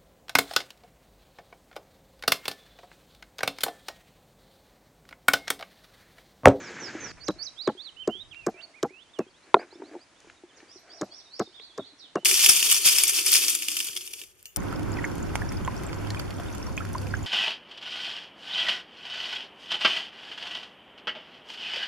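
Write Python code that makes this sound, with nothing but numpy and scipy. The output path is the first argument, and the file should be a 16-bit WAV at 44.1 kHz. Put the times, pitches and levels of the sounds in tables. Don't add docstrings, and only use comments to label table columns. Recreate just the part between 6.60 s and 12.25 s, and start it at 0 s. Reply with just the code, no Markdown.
import sys
import numpy as np
from scipy import signal
from scipy.fft import rfft, irfft
from scipy.io import wavfile
from scipy.ndimage import uniform_filter1d, map_coordinates

SR = 44100
rng = np.random.default_rng(int(sys.argv[2]) if len(sys.argv) > 2 else 0)


def natural_amplitude(level_db):
    exponent = np.asarray(level_db, float) / 20
    return 10 ** exponent


def store_pcm(level_fs):
    pcm = np.round(np.clip(level_fs, -1, 1) * 32767).astype(np.int16)
    wavfile.write(sys.argv[1], SR, np.atleast_2d(pcm).T)


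N = 249058
T = np.arange(N) / SR

# start_s, thud_peak_db, thud_hz, upper_modes_db
PESTLE_BLOWS = [
    (0.6847, -17, 339, -4.5),
    (1.0744, -12.5, 374, -3.5),
    (1.4754, -15, 380, -12.5),
    (1.8667, -15, 373.5, -3),
    (2.23, -14.5, 377, -4.5),
    (2.5896, -18, 378.5, -7),
    (4.4166, -21, 341.5, -2.5),
    (4.7983, -17, 362, -1.5),
    (5.181, -28, 420, 1.5),
    (5.5548, -15.5, 370, 0),
]
# start_s, peak_db, lower_grit_db, top_grit_db
SPICE_CRUNCHES = [(0.6829, -23.5, -2, -32.5), (1.074, -29.5, -3.5, -40.5), (1.475, -26.5, -9, -31),
                  (1.8649, -22, -15.5, -29), (2.2288, -24, -1.5, -24.5), (2.589, -33, -5, -25),
                  (4.413, -23, -12, -35), (4.7948, -23, -10.5, -31.5), (5.1779, -33, -6.5, -30),
                  (5.555, -29.5, -10, -38.5)]


def unit(x):
    return x / np.sqrt(np.mean(x ** 2))


def band(x, lo_hz, hi_hz, order=2):
    sos = signal.butter(order, [lo_hz, min(hi_hz, .45 * SR)], "band", fs=SR, output="sos")
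    return signal.sosfilt(sos, x)


def coloured(points, source):
    hz, db = np.transpose(points)
    f_hz = np.maximum(np.fft.rfftfreq(N, 1 / SR), 1)
    gain = natural_amplitude(np.interp(np.log(f_hz), np.log(hz), db))
    return irfft(rfft(source) * gain, N)


def walk(rate_hz):
    k = int(SR / rate_hz)
    smooth = uniform_filter1d(rng.standard_normal(N), k)
    return unit(uniform_filter1d(smooth, k))


def add(out, start_s, x):
    i = min(max(int(start_s * SR), 0), N)
    out[i:i + len(x)] += x[:N - i]


def ring(modes, contact_s, peak_db, sag=0., settle_s=1.):
    sag_s = .005
    t = np.arange(3000) / SR
    eased = t + sag * sag_s * (1 - np.exp(-t / sag_s))
    x = np.zeros(len(t))
    for k, (hz, db, t60_s) in enumerate(modes):
        x += (-1) ** k * natural_amplitude(db) * np.sin(2 * np.pi * hz * eased) * 1000. ** (-t / t60_s)
    x = x * (0.22 + 0.74 / (1 + (t / settle_s) ** 6))
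    push = np.hanning(int(contact_s * SR) + 3)
    x = np.convolve(x, push)[:len(t)]
    return x * natural_amplitude(peak_db) / np.abs(x).max()


def burst(lo_hz, hi_hz, rise_s, fall_s, rms_db):
    t = np.arange(3000) / SR
    shape = (1 - np.exp(-t / rise_s)) ** 2 * np.exp(-t / fall_s)
    spray = unit(shape * band(rng.laplace(size=len(t)), lo_hz, hi_hz, order=3))
    return natural_amplitude(rms_db) * spray * np.sqrt(np.mean(shape ** 2)) / shape.max()


def knock(hz, upper_db, peak_db, contact_s, slower=1., upper_slower=1., sag=0., settle_s=1.,
          vary=.03, dull_db=0., own=()):
    # multiple_of_thud_hz, level_db, t60_s
    slab_modes = [(1, 2, 0.057), (.62, -9.5, 0.056), (1.35, -17.5, .03), (1.7, -12.5, 0.04)]
    # freq_hz, level_db, t60_s
    stone_modes = [(814, -1.5, 0.03), (996, 1.5, 0.041), (1330, -2.5, 0.04), (1810, -8, 0.039),
                   (2203, -13, 0.0054)]
    spread = rng.standard_normal((2, len(stone_modes)))
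    low = [(hz * m, db, t60_s * slower) for m, db, t60_s in slab_modes]
    high = []
    for (f_hz, db, t60_s), a, b in zip(stone_modes, *spread):
        mode_db = db + upper_db - dull_db * np.log2(f_hz / 800) + 1.8 * b
        high.append((f_hz * (1 + vary * a), mode_db, t60_s * upper_slower))
    return ring(low + high + list(own), contact_s, peak_db, sag, settle_s)


def crunches():
    out = np.zeros(N)
    for s, db, lower_db, top_db in SPICE_CRUNCHES:
        add(out, s - .001, burst(5150, 7600, 0.0035, 0.0016, db - 10.0))
        add(out, s - .001, burst(2500, 6000, 0.00069, 0.0018, db + lower_db - 3.0))
        add(out, s - .001, burst(9000, 15000, .003, .0014, db + top_db + 1))
        add(out, s + 0.011, burst(4000, 7200, 0.014, 0.05, db - 41.5))
        add(out, s + 0.027, burst(11000, 12100, 0.0037, 0.0075, db - 46))
    add(out, 4.185, burst(11000, 12200, .012, .012, -74))
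    return out


def blows():
    out, ground = np.zeros((2, N))
    for s, db, hz, upper_db in PESTLE_BLOWS:
        add(out, s, ring([(0.578 * hz, 0, .04)], 0.0015, db - 12.0))
        add(out, s - .001, ring([(1.27 * hz, 0, .02), (2.54 * hz, upper_db + 3, .01)], 0.00094, db - 9))
        add(out, s + 0.00196, -knock(0.889 * hz, upper_db, db + 3.5, 0.0005, slower=1.67, upper_slower=0.47,
                                     sag=0.34, settle_s=0.01))
        add(out, s + .007, ring([(.58 * hz, 0, .055), (.74 * hz, -5, .03)], .002, db - 7.5))
        add(out, s + .011, burst(179, 725, 0.00087, 0.0086, db - 15))
        add(out, s + .012, burst(620, 1500, 0.002, 0.0053, db + upper_db / 2 - 20.5))
        add(ground, s + 0.0022, burst(87, 276, 0.002, 0.017, .4 * db - 35.5))
    return out, ground


def bare_blow():
    # freq_hz, level_db, t60_s
    bare_modes = [(1017, 3.5, 0.011), (376, -8.5, 0.035), (835, -8, 0.0061), (637, -3, 0.016),
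                  (2142, -13, 0.025), (1394, -8, 0.018), (2480, -13, 0.012), (3700, -12, 0.0099),
                  (202, -20, 0.07), (1700, -13, .016), (540, -11, .03)]
    start_s, peak_db = 2.9428, 3.5
    out, ground = np.zeros((2, N))
    add(out, start_s, ring(bare_modes, .0002, peak_db))
    add(out, start_s + .002, ring(bare_modes, .0004, peak_db - 5))
    add(out, start_s, burst(3800, 11000, .0002, .002, peak_db - 46.5))
    add(out, start_s + 0.0041, burst(250, 926, 0.002, .006, peak_db - 24.5))
    add(ground, start_s + 0.0046, burst(60, 230, 0.0027, 0.01, peak_db - 46.5))
    return out, ground


def rebounds():
    # start_s, peak_db, ring_hz, upper_modes_db
    landings = [(0.694, -25, 570, 4), (0.7005, -29, 540, -3), (1.097, -26.5, 840, -2),
                (1.487, -27.5, 593, -1.5), (1.887, -28.5, 760, -9.5), (2.249, -27.5, 800, -8),
                (2.255, -31, 800, -6), (2.61, -38, 507, -8), (2.9667, -23, 690, -6), (2.995, -36, 710, 1.5),
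                (3.222, -45, 596, 14), (3.342, -43, 600, -5), (4.4305, -29.5, 600, -5.5),
                (4.424, -34, 620, 1), (4.819, -31, 754, -7), (5.1962, -31.5, 660, 3), (5.191, -32, 560, -6),
                (5.204, -42, 600, -8), (5.568, -27.5, 720, -3), (1.088, -29.5, 645, -0.5),
                (1.497, -34.5, 704, -2), (2.24, -32, 650, 0), (2.601, -36, 600, -1), (4.809, -30.5, 700, 2),
                (1.878, -30, 575, 1), (5.58, -37.5, 600, -5.5)]
    out = np.zeros(N)
    for s, db, hz, upper_db in landings:
        own = [(hz, 2.5, .04), (1360, upper_db / 2 - 6, .025)]
        add(out, s, knock(.6 * hz, upper_db - 5.0, db + 7.0, 0.00051, slower=0.75, upper_slower=0.57,
                          vary=.08, dull_db=7.0, own=own))
    return out


def taps_and_echoes():
    # start_s, peak_db,
    # thud_hz, upper_modes_db
    soft_taps = [(0.015, -38, 286, -13), (0.102, -40, 345, -11), (0.229, -36.5, 364, -2),
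                 (0.349, -26, 325, -9.5), (0.431, -38.5, 462, -10), (0.6834, -29, 340, -4),
                 (3.016, -38.5, 357, 6), (3.126, -41, 368, 3), (3.154, -41, 347, -16),
                 (3.201, -42, 366, -4), (3.219, -31.5, 384, 0), (3.234, -39, 304, -8),
                 (3.312, -43, 310, -11), (3.351, -31.5, 368, 0), (3.362, -33.5, 346, -7.5),
                 (3.645, -49.5, 438, 3.5), (3.835, -39.5, 353, -9.5), (4.027, -45, 329, -7),
                 (4.4099, -26.5, 340, -5.5), (4.157, -44.5, 371, -26), (3.67, -47, 335, -4),
                 (4.997, -48, 437, 5.5), (4.7931, -31, 520, 0), (5.177, -36, 450, 0.5),
                 (2.586, -37, 598, -2), (2.2277, -36, 496, 0), (5.216, -43.5, 270, -15),
                 (2.268, -44, 300, -12), (1.122, -44, 280, -12), (2.979, -36, 340, -12),
                 (5.33, -52, 290, -15), (5.44, -52, 290, -5)]
    # lag_s, level_db
    wall_echoes = [
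        (.075, -30),
        (.094, -38),
    ]
    echoed = [(s + lag_s, db + echo_db, hz, 2 * upper_db - 3)
              for s, db, hz, upper_db in PESTLE_BLOWS for lag_s, echo_db in wall_echoes]
    out = np.zeros(N)
    for s, db, hz, upper_db in soft_taps + echoed:
        thud = ring([(hz, 0, .065), (2.45 * hz, upper_db + 4, .03)], 0.0014, db + 2.5)
        add(out, s, band(thud, 210, 1500))
    return out


def ticks():
    # start_s, peak_db, freq_hz
    loose_ticks = [(0.571, -47, 1700), (0.7068, -42, 3910), (0.889, -56, 4050), (1.268, -51, 2300),
                   (1.096, -53, 1860), (1.7449, -40.5, 2960), (3.22, -45, 2030), (3.6026, -48.5, 6390),
                   (3.6984, -39.5, 2370), (4.0023, -46, 2318), (4.9973, -40, 3000)]
    out = np.zeros(N)
    for s, db, hz in loose_ticks + [(s - .001, db - 12, 1700) for s, db, _, _ in SPICE_CRUNCHES]:
        add(out, s, burst(0.47 * hz, 1.21 * hz, 0.0005, 0.002, db - 3.5))
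    return out


def pestle():
    blow, blow_ground = blows()
    bare, bare_ground = bare_blow()
    stone = crunches() + blow + rebounds() + taps_and_echoes() + ticks() + bare
    return band(stone, 178, 15500, order=3) + blow_ground + bare_ground


def drag():
    # freq_hz, db_per_hz
    rumble_spectrum = [(100, -34), (200, -20.5), (270, -0.5), (350, 3), (480, -1.5), (750, -8),
                       (1100, -35.5)]
    rasp_spectrum = [(500, -19), (900, -2), (1250, 1), (1620, 8), (1950, 3.5), (2300, 5), (2800, -9.5),
                     (3600, -58)]
    hiss_spectrum = [(2000, -16), (3000, 4.5), (5000, -0.5), (7000, 4), (7900, -9), (8600, -36),
                     (10500, -45), (12000, -67)]
    # start_s, length_s, rasp_db, weight_db, fine_grit_db
    firm_strokes = [
        (0, 0.52, -45.5, -3.5, -7),
        (.575, 0.13, -57, -7, -14),
        (2.862, 0.062, -63.5, -0.5, -16),
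        (2.99, 0.08, -48, 0.5, -33.5),
        (3.07, 0.4, -65, 1, -9),
    ]
    # start_s, length_s, rasp_db, weight_db, fine_grit_db
    light_strokes = [(.74, .13, -56, -6, -20), (1.93, 0.14, -60, -6, -18), (3.26, 0.16, -64, 12.5, -28),
                     (3.55, 0.28, -66.5, 1, 2), (3.85, 0.3, -62.5, -2.5, -13),
                     (4.18, .26, -60.5, -3.5, -11)]
    edge_s, lift_share = 0.002, .5
    slips = rng.standard_normal(N) * natural_amplitude(2.1 * rng.exponential(size=N))
    rumble = natural_amplitude(2 * walk(50)) * unit(coloured(rumble_spectrum, slips))
    rasp = natural_amplitude(1.66 * walk(70)) * unit(coloured(rasp_spectrum, slips))
    grit = unit(coloured(hiss_spectrum, slips))
    first_stroke = T < firm_strokes[0][1]
    out = natural_amplitude(-53.5) * unit(band(slips, 91, 304)) * first_stroke
    for rows, firm in (firm_strokes, True), (light_strokes, False):
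        for s, length_s, db, weight_db, fine_db in rows:
            attack = (T - s) / (edge_s if firm else length_s / 2)
            release = (s + length_s - T) / (lift_share * length_s if s else edge_s)
            stroke = np.clip(np.minimum(attack, release), 0, 1)
            out += stroke * natural_amplitude(db) * (natural_amplitude(weight_db) * rumble + rasp + natural_amplitude(fine_db) * grit)
    dust = natural_amplitude(-90) * unit(band(slips, 12000, 15400, order=4)) * first_stroke
    return band(out, 40, 8700, order=4) + dust


def sing(song):
    syllables = {"fall": [(0, 1, -6), (.45, .66, 0), (1, 0, -4)], "sag": [(0, 1, -4), (.32, .37, 0),
                 (1, 0, -13)], "rise": [(0, 0, -10), (.55, .75, 0), (1, .99, -5)], "hook": [(0, .38, -8),
                 (.17, .5, 1), (.36, .8, -1), (.52, 1, -7), (.7, .85, -1), (1, 0, -6)],
                 "slide": [(0, 0, -5), (.5, .5, 0), (1, 1, -5)], "vee": [(0, .7, 0), (.45, 0, -3),
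                 (1, 1, -6)], "warble": [(0, 0, -10), (.12, .45, -1), (.36, .2, -3), (.52, .55, 0),
                 (.7, .97, -5), (1, .5, -9)], "plunge": [(0, 1, -5), (.25, .42, -2), (.55, .24, -2),
                 (1, 0, -7)]}
    notes = []
    for name, rows in song.items():
        for s, length_s, a_hz, b_hz, db in rows:
            notes.append([(s + u * length_s, a_hz + v * (b_hz - a_hz), db + rel_db)
                          for u, v, rel_db in syllables[name]])
    return notes


def whistles(notes, flutter_db):
    out = np.zeros(N)
    flutter = np.tile(natural_amplitude(flutter_db * walk(69)), 2)
    waver = np.tile(1 + .006 * walk(45), 2)
    for note in notes:
        s, hz, db = np.transpose(note)
        t = np.arange(max(s[0] - .006, 0), s[-1] + .006, 1 / SR)
        i = int(t[0] * SR)
        pitch_hz = map_coordinates(hz, [np.interp(t, s, np.arange(len(s)))], order=2, mode="nearest")
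        pitch_hz = pitch_hz * waver[i:][:len(t)]
        gain = uniform_filter1d(np.interp(t, s, natural_amplitude(db), 0, 0), int(.009 * SR), mode="constant")
        gain *= flutter[i:][:len(t)]
        add(out, t[0], gain * np.sin(2 * np.pi * np.cumsum(pitch_hz) / SR))
    return out


def trees(x, t60_s, onset_s, lumpy_db, ragged_db):
    t = np.arange(SR // 2) / SR
    clumps = np.repeat(rng.standard_normal(len(t) // 200 + 1), 200)[:len(t)]
    envelope = 1000. ** (-t / t60_s) * (1 - np.exp(-t / onset_s)) * natural_amplitude(lumpy_db * clumps)
    tail = rng.standard_normal((2, len(t))) * envelope
    tail = tail / np.sqrt((tail ** 2).sum(1, keepdims=True))
    foliage = np.transpose([np.geomspace(2000, 8000, num=30), ragged_db * rng.standard_normal(30)])
    return signal.fftconvolve(coloured(foliage, x)[None], tail, axes=1)[:, :N]


def birds():
    near_song = {"fall": [(0, 0.097, 4470, 6470, -54), (.195, .1, 4400, 6210, -47.5),
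                 (.405, 0.11, 4470, 6370, -44.5)], "vee": [(2.14, 0.072, 2480, 1895, -59.5)],
                 "sag": [(2.535, .115, 2498, 3654, -56.5)]}
    ahead_song = {"rise": [(1.68, .03, 4850, 5050, -72), (2.97, 0.055, 3800, 5000, -64),
                  (3.235, 0.063, 3640, 4690, -63), (2.82, .048, 3650, 4550, -70),
                  (3.385, 0.057, 3730, 4900, -63), (4.105, 0.04, 3100, 3680, -68.5),
                  (4.29, .05, 2850, 3700, -71.5), (4.49, 0.065, 2950, 3500, -67),
                  (4.93, .045, 4500, 5070, -70), (5.25, 0.045, 3020, 3400, -67)],
                  "fall": [(4.8, 0.027, 2800, 3200, -70), (3.76, 0.039, 3600, 3850, -66.5)],
                  "slide": [(3.105, 0.053, 3850, 5500, -66), (1.81, .023, 3800, 5100, -74),
                  (1.835, .015, 5100, 4500, -75), (2.7, .02, 4900, 4200, -73),
                  (4.905, .03, 3700, 4300, -68), (4.715, .03, 3950, 4000, -68),
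                  (2.735, .055, 3150, 4050, -72), (2.4, 0.051, 3550, 4650, -73),
                  (2.665, 0.027, 3150, 3300, -69.5), (3.145, .02, 3400, 3720, -71),
                  (4.08, 0.017, 3300, 2600, -73), (4.56, 0.013, 4000, 3400, -63),
                  (5.09, 0.04, 3650, 3200, -66), (5.13, .04, 3400, 3500, -67),
                  (5.585, 0.026, 3750, 4300, -72), (5.595, 0.059, 2980, 3000, -60.5)],
                  "vee": [(3.55, 0.08, 3630, 2900, -70), (3.89, .07, 3020, 3800, -69),
                  (4.655, 0.065, 3680, 3980, -62), (4.86, 0.056, 3590, 3800, -62.5),
                  (5.56, 0.041, 2750, 3030, -58), (2.44, .075, 3020, 3497, -72)]}
    far_song = {"fall": [(3.955, 0.027, 3850, 6870, -61)], "hook": [(4.08, 0.1, 3843, 6050, -57),
                (4.29, 0.11, 3700, 5860, -54), (4.5, 0.11, 3330, 5880, -52),
                (4.71, 0.11, 3410, 5510, -50.5)], "warble": [(4.925, .15, 2950, 4610, -52.5),
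                (5.16, .15, 3090, 4490, -55)], "plunge": [(5.38, .09, 2884, 6050, -53.5)]}
    # time_s, pitch_hz, level_db
    arched_calls = [
        [(0.6, 4407, -64), (0.622, 4560, -50), (0.636, 4736, -42.5), (0.656, 6347, -52), (0.666, 6074, -47),
         (0.68, 4264, -41), (0.686, 3974, -44), (0.698, 3858, -45), (0.705, 3796, -60)],
        [(0.785, 4279, -58), (0.795, 4457, -47), (0.811, 4504, -41), (0.825, 4819, -34), (0.839, 5950, -45.5),
         (0.847, 6150, -43), (0.853, 6038, -43), (0.875, 4044, -40), (0.9, 4034, -63)],
        [(0.96, 3170, -75), (0.978, 3339, -53), (0.996, 3798, -37.5), (1.008, 3945, -34.5), (1.032, 4700, -46),
         (1.05, 4688, -44.5), (1.07, 3881, -38), (1.096, 2975, -49), (1.105, 2919, -64)],
        [(1.17, 3077, -68), (1.176, 3187, -55), (1.204, 3658, -41), (1.232, 4502, -50), (1.244, 4485, -53.5),
         (1.274, 3826, -41.5), (1.284, 3436, -51), (1.292, 3118, -44), (1.3, 2912, -56)],
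        [(1.36, 2642, -80), (1.366, 2697, -66), (1.374, 2964, -48), (1.384, 3035, -46.5), (1.422, 3092, -42),
         (1.436, 2892, -47.5), (1.447, 2604, -53)],
    ]
    # time_s, pitch_hz, level_db
    flourish_notes = [
        [(1.497, 2760, -55), (1.51, 2960, -49), (1.6, 3553, -44.5), (1.615, 3830, -44.5), (1.63, 3780, -51)],
        [(1.712, 3420, -47), (1.725, 3050, -52), (1.743, 2300, -59), (1.764, 2730, -52), (1.795, 2730, -53),
         (1.82, 2600, -52.5), (1.86, 2360, -60)],
        [(1.94, 2370, -56), (1.96, 2345, -64), (1.985, 2620, -56), (2.01, 2960, -48), (2.021, 4450, -53),
         (2.033, 4560, -53), (2.05, 4400, -56), (2.061, 4680, -64)],
        [(2.28, 1910, -68), (2.32, 2460, -62), (2.38, 2754, -56), (2.435, 3590, -56)],
    ]

    def sides(left_db, right_db):
        return natural_amplitude(np.array([[left_db], [right_db]]))

    near = whistles(sing(near_song) + flourish_notes, 3.)
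    ahead = whistles(sing(ahead_song), 3.5)
    far = whistles(sing(far_song), 1.5)
    near = near + natural_amplitude(-2.5) * whistles(arched_calls, 2.1)
    direct = near * sides(-4., 10.) + ahead * sides(5., 11.) + far * sides(-6., 0.)
    scattered = sides(-5., -2.5) * trees(near + ahead, 0.46, 0.0047, 2.9, 2.466)
    scattered += sides(-4.5, -1.5) * trees(far, .8, .05, 2.5, 3.5)
    scattered += sides(6., 9.5) * trees(far, 0.25, .006, 4., 1.3)
    return direct + scattered


def swells(rows, calm_db):
    gain = natural_amplitude(calm_db)
    for s, rise_s, fall_s, db in rows:
        gain = gain + natural_amplitude(db) * np.exp(-((T - s) / np.where(T < s, rise_s, fall_s)) ** 2)
    return gain


def air():
    # freq_hz, db_per_hz
    air_spectrum = [(24, -32), (60, -2.5), (150, -3), (350, 0), (750, -0.5), (1500, -2), (2300, -3),
                    (3300, -7), (6500, -10), (10500, -18), (10900, -52), (12300, -48), (13800, -40),
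                    (16000, -44)]
    # freq_hz, side_minus_mid_db
    air_width = [(40, -6), (200, -11.5), (1200, -6), (4400, -6.5), (10500, 0.5), (11500, -15)]
    # time_s, level_db
    air_opening = [(0, -6), (.5, 0)]
    # peak_s, rise_s, fall_s, level_db
    low_swells = [(3.21, 0.027, .08, -50.5), (4.41, 0.056, .12, -72), (5.65, .1, .1, -72)]
    high_swells = [(.72, 0.09, 0.17, -63.5), (2.08, 0.18, 0.043, -62), (3.21, 0.027, 0.13, -66),
                   (4.41, 0.17, 0.14, -57), (5.65, 0.079, 0.12, -74)]
    wind_gusts = [(1.55, 0.048, 0.06, -69), (3.7, .1, .08, -83), (0.49, .1, .35, -58.5),
                  (1.86, 0.41, .1, -66.5), (4.9, 0.087, .1, -87)]
    width_hz, width_db = np.transpose(air_width)
    side_spectrum = [(hz, db + np.interp(np.log(hz), np.log(width_hz), width_db)) for hz, db in air_spectrum]
    mid = coloured(air_spectrum, rng.standard_normal(N))
    side = coloured(side_spectrum, rng.standard_normal(N))
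    opening_db = np.interp(T, *np.transpose(air_opening))
    gain = natural_amplitude(-61.5 + opening_db + 0.8 * walk(6)) / np.std(mid)
    hiss = gain * (mid + side * np.array([[1], [-1]]))
    drone = swells(low_swells, -74) * unit(band(rng.standard_normal(N), 270, 360))
    drone += swells(high_swells, -80) * unit(band(rng.standard_normal(N), 590, 730))
    wind = np.array([unit(band(rng.standard_normal(N), 22.24, 170)) * natural_amplitude(3.0 * walk(9)) for _ in range(2)])
    return hiss + drone + wind * natural_amplitude(2.0) * swells(wind_gusts, -81.5)


def scene():
    return pestle() + drag() + birds() + air()


def low_pass(x):
    return signal.sosfilt(signal.butter(12, 15800, fs=SR, output="sos"), x)


def record(dry):
    rounded = dry / (1 + dry ** 8) ** (1 / 8)
    return low_pass(rounded)


dry = scene()
out = record(dry)
store_pcm(out)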